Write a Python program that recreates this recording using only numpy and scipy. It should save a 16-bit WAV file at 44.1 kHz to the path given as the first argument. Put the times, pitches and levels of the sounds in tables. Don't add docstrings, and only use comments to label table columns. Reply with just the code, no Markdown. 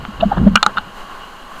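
import sys
import numpy as np
from scipy.fft import rfft, irfft, next_fast_len
from scipy.io import wavfile
from scipy.ndimage import map_coordinates

SR = 44100
rng = np.random.default_rng(int(sys.argv[2]) if len(sys.argv) > 2 else 0)


def wrap_up_sound(samples):
    columns = np.atleast_2d(samples).T
    tamed = np.clip(columns, -1, 1)
    steps = np.round(tamed * 32767).astype(np.int16)
    wavfile.write(sys.argv[1], SR, steps)


N = 70560

# (time [s], level [dB])
GRIP_LEVEL = [(0, -28), (.05, -30.5), (.075, -37), (.185, -35), (.205, -25.5), (.26, -24.5), (.35, -26.5),
              (.375, -16), (.46, -10.5), (.5, -23), (.555, -26.5), (.59, -49.5), (.68, -39), (.87, -42),
              (.93, -52), (1.6, -74)]
# (peak time [s], width [s], level [dB])
SCUFF_STROKES = [(0.211, 0.0078, -23.5), (0.237, 0.0059, -29), (0.329, 0.017, -23.5), (0.371, 0.005, -29),
                 (.381, 0.011, -27), (.474, .008, -28), (0.695, 0.013, -29), (.762, 0.0045, -30)]
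SCRAPE_STROKES = [(.2102, 0.0038, -20.5), (.773, .003, -25.5), (.787, 0.0043, -28.5)]
# (frequency [Hz], level [dB])
RUMBLE_SPECTRUM = [(15, -20.5), (28, 11), (45, 5.5), (80, 3.5), (130, 2.5), (220, -5), (300, -8),
                   (450, -16.5), (900, -23), (3000, -49), (16000, -87)]
SCUFF_SPECTRUM = [(200, -10), (700, 2), (1300, 1.5), (1700, -3), (2300, -38), (3100, -17.5), (4200, -27),
                  (5200, -44), (9000, -48.5), (16000, -59)]
SCRAPE_SPECTRUM = [(2200, -34), (2850, 3), (3300, -14), (3700, -2.5), (4500, -22), (5300, -52)]

# (time [s], relative level [dB])
WASH_LEVEL = [(0, -37), (.55, -37), (.72, -36), (.92, -38.5), (1.0, -34), (1.06, -37.5), (1.12, -34),
              (1.22, -36), (1.33, -37.5), (1.47, -38.5), (1.58, -35.5)]
FIZZ_LEVEL = [(0, -57.5), (.85, -57), (.98, -45.5), (1.15, -52), (1.3, -48), (1.48, -50), (1.58, -43.5)]
# (frequency [Hz], level [dB])
WASH_SPECTRUM = [(20, 9.5), (42, -4.5), (60, -9.5), (130, -15.5), (205, -3), (350, -9), (600, -6.5),
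                 (1100, -5), (1500, -4), (1850, -12.5), (2600, -18.5), (3500, -23), (4100, -17),
                 (5600, -32), (6500, -26.5), (8400, -32), (10000, -22.5), (13000, -19.5), (15400, -29),
                 (16200, -62)]
FIZZ_SPECTRUM = [(1500, -34), (4000, -10.5), (6600, -6.5), (8300, -10), (10000, 2), (15300, -0.5),
                 (16200, -46)]
# (centre [Hz], half-width [Hz], relative level [dB])
HOUSING_BANDS = [(820, 19, -17), (1090, 66, -7), (2892, 137, -12.5), (3190, 120, -19)]

# (time [s], level [dB], main-mode pitch [factor], deep-mode gain [dB],
# middle-mode gain [dB], high-mode gain [dB], ring length [factor])
CLACK_HITS = [(.0512, 0.5, 0.93, 3.5, 3.5, -11, 0.21), (0.5558, 17, 1.02, -20.5, 3.5, -8.5, 0.8),
              (.5590, 5, 1.1, -19.5, 12.5, -13, 0.37), (.5682, -3, 0.94, 1, -2, -18, 0.83),
              (0.5726, 0.5, 1.02, -16, 3, -23, 0.92), (0.6285, 14, 0.93, 2, -3.5, 4.5, 0.54),
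              (0.6315, -0.5, 0.91, -21, -10, 11, 0.67), (.6368, -15, 0.49, -12, 6, 9, 0.96),
              (.6639, 15, .955, 2, -14, -5, .48), (0.7716, 0.5, 0.95, -5.5, -25, -11, 0.58),
              (0.7756, -1, 1.01, -8, -11, -21, 0.7), (0.7826, 1.5, 0.99, 5, -15, -0.5, 0.56),
              (0.8442, -16.5, 0.83, -11, -3, -8, .6)]
# (frequency [Hz], level [dB], 60 dB decay [s])
CASE_DEEP = [(848, -23.5, 0.1)]
CASE_MAIN = [(1227, -12.5, 0.022), (1390, 1.5, 0.022), (1524, -29.5, 0.16), (1290, -26.5, 0.11)]
CASE_MIDDLE = [(2407, -16, 0.027), (2881, -8, 0.018), (3193, -19, 0.023)]
CASE_HIGH = [(3605, -7, 0.013), (4135, -10, 0.015), (6260, -46.5, 0.015), (7120, -49.5, 0.078)]
# (frequency [Hz], level [dB])
CRACK_SPECTRUM = [(100, -20.5), (500, 1), (1300, 15), (2200, 1), (4200, -5.5), (5200, -19), (8000, -11.5),
                  (10000, -24), (16000, -27.5)]

# (time [s], level [dB], pitch [Hz])
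BUMP_HITS = [(0.081, -22, 207.5), (0.218, -17, 211), (0.253, -7.5, 201.8), (0.37, -13.5, 181),
             (0.39, -13, 167.5), (.406, -10, 231.5), (0.431, -7.5, 189.2), (0.4628, 2.5, 204.4),
             (.508, -10, 192.7), (.531, -16.5, 199.8), (.560, -16.5, 212.5), (0.665, -23.5, 203),
             (.775, -29, 197), (0.869, -35.5, 196)]
# (time [s], level [dB], pitch at the peak [Hz], glide [share of pitch/s])
GULP_NOTES = [(.2235, -5, 666, 1.5), (.3128, -11, 808, -3.5), (.366, -19, 631, -3.5),
              (.463, -22.5, 619, -4)]


def amp(db):
    return 10 ** (np.asarray(db) / 20)


def unit(x):
    return x / np.sqrt(np.mean(x ** 2) + 1e-20)


def curve(rows):
    return np.interp(np.arange(N) / SR, *np.transpose(rows))


def wobble(knots_per_s):
    return map_coordinates(rng.standard_normal(400), [np.arange(N) * knots_per_s / SR], mode="wrap")


def filtered(x, response):
    size = next_fast_len(N + 8192)
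    return irfft(rfft(x, size) * response(np.fft.rfftfreq(size, 1 / SR)), size)[:N]


def noise(spectrum):
    points_hz, db = np.transpose(spectrum)
    colour = lambda hz: amp(np.interp(np.log(hz + 1), np.log(points_hz), db))
    return unit(filtered(rng.standard_normal(N), colour))


def since(start):
    return np.maximum(np.arange(N) / SR - start, 0)


def swell(t, rise_s, shape):
    return (t / rise_s * np.exp(1 - t / rise_s)) ** shape


def hand():
    t = np.arange(N) / SR
    out = amp(curve(GRIP_LEVEL)) * noise(RUMBLE_SPECTRUM)
    for rows, spectrum in [(SCUFF_STROKES, SCUFF_SPECTRUM), (SCRAPE_STROKES, SCRAPE_SPECTRUM)]:
        strokes = sum(amp(db) * np.exp(-.5 * ((t - peak) / width) ** 2) for peak, width, db in rows)
        grain = amp(3 * wobble(240))
        out += strokes * unit(grain * noise(spectrum))
    return out


def sea(wash_gain_db=2, droplet_db=-18.5):
    ripple_db = .5 * wobble(23.76)
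    foam = noise(WASH_SPECTRUM) + housing_rings() + amp(droplet_db) * droplets()
    wash = amp(curve(WASH_LEVEL) + wash_gain_db + ripple_db) * foam
    fizz = amp(curve(FIZZ_LEVEL)) * noise(FIZZ_SPECTRUM)
    return wash + fizz


def housing_rings(swell_db=1.8):
    out = np.zeros(N)
    for centre, width, db in HOUSING_BANDS:
        band = unit(filtered(rng.standard_normal(N), lambda hz: 1 / (1 + ((hz - centre) / width) ** 2)))
        out += amp(db + swell_db * wobble(22)) * band
    return out


def droplets(per_s=300, centre_hz=1170, spread_db=16, life_cycles=12):
    t = np.arange(2048) / SR
    out = np.zeros(N + len(t))
    for when, pitch, strength in rng.random((int(per_s * N / SR), 3)):
        hz = centre_hz * 2 ** (pitch - .5)
        age = t * hz / life_cycles
        envelope = amp(spread_db * strength) * (np.exp(-2 * age) - np.exp(-20 * age))
        start = int(when * N)
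        out[start:start + len(t)] += envelope * np.sin(2 * np.pi * hz * t * (1 + 0.045 * age))
    return unit(out[:N])


def case_ring(modes, t, pitch, length, scatter_db=1.2):
    out = np.zeros(N)
    for hz, db, t60 in modes:
        struck_db = db + scatter_db * rng.standard_normal()
        out += amp(struck_db - 60 * t / (t60 * length)) * np.sin(2 * np.pi * hz * pitch * t)
    return out


def clacks(base_attack_s=0.0014, base_crack_t60_s=0.024):
    out = np.zeros(N)
    for start, db, pitch, deep_db, middle_db, high_db, length in CLACK_HITS:
        t = since(start)
        groups = [(CASE_DEEP, deep_db, 1), (CASE_MAIN, 0, pitch),
                  (CASE_MIDDLE, middle_db, 1), (CASE_HIGH, high_db, 1)]
        body = sum(amp(gain_db) * case_ring(modes, t, shift, length) for modes, gain_db, shift in groups)
        crack_db = -25 + 0.93 * db
        attack_s = base_attack_s * amp(-0.22 * db)
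        crack = amp(crack_db - 60 * t / (base_crack_t60_s * length)) * noise(CRACK_SPECTRUM)
        out += amp(db) * (1 - np.exp(-t / attack_s)) * (body + crack)
    return out


def bumps(rise_s=0.009, tail_db=-15.5, t60_s=0.38):
    out = np.zeros(N)
    for start, db, hz in BUMP_HITS:
        t = since(start)
        tail = amp(tail_db - 60 * t / t60_s) * (1 - np.exp(-t / rise_s))
        out += amp(db) * (swell(t, rise_s, shape=1.56) + tail) * np.sin(2 * np.pi * hz * t)
    return out


def gulps(rise_s=0.0084, flutter_db=5):
    out = np.zeros(N)
    for start, db, hz, glide in GULP_NOTES:
        t = since(start)
        phase = 2 * np.pi * hz * t * (1 + glide * (t / 2 - rise_s))
        envelope = amp(db + flutter_db * wobble(217.5)) * swell(t, rise_s, shape=3.55)
        out += envelope * np.sin(phase)
    return out


def scene():
    return (sea() + hand() + clacks() + bumps() + gulps())[None]


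def record(dry, ceiling=0.95, hardness=27, shelf_hz=9270, shelf_db=-15, top_hz=20000):
    clipped = dry[0] / (4.5 + np.abs(dry[0] / ceiling) ** hardness) ** (1 / hardness)
    shelf = lambda hz: amp(shelf_db * (1 - 1 / (1 + (hz / shelf_hz) ** 20)))
    return filtered(clipped, lambda hz: shelf(hz) * (hz < top_hz))[None]


dry = scene()
out = record(dry)
wrap_up_sound(out)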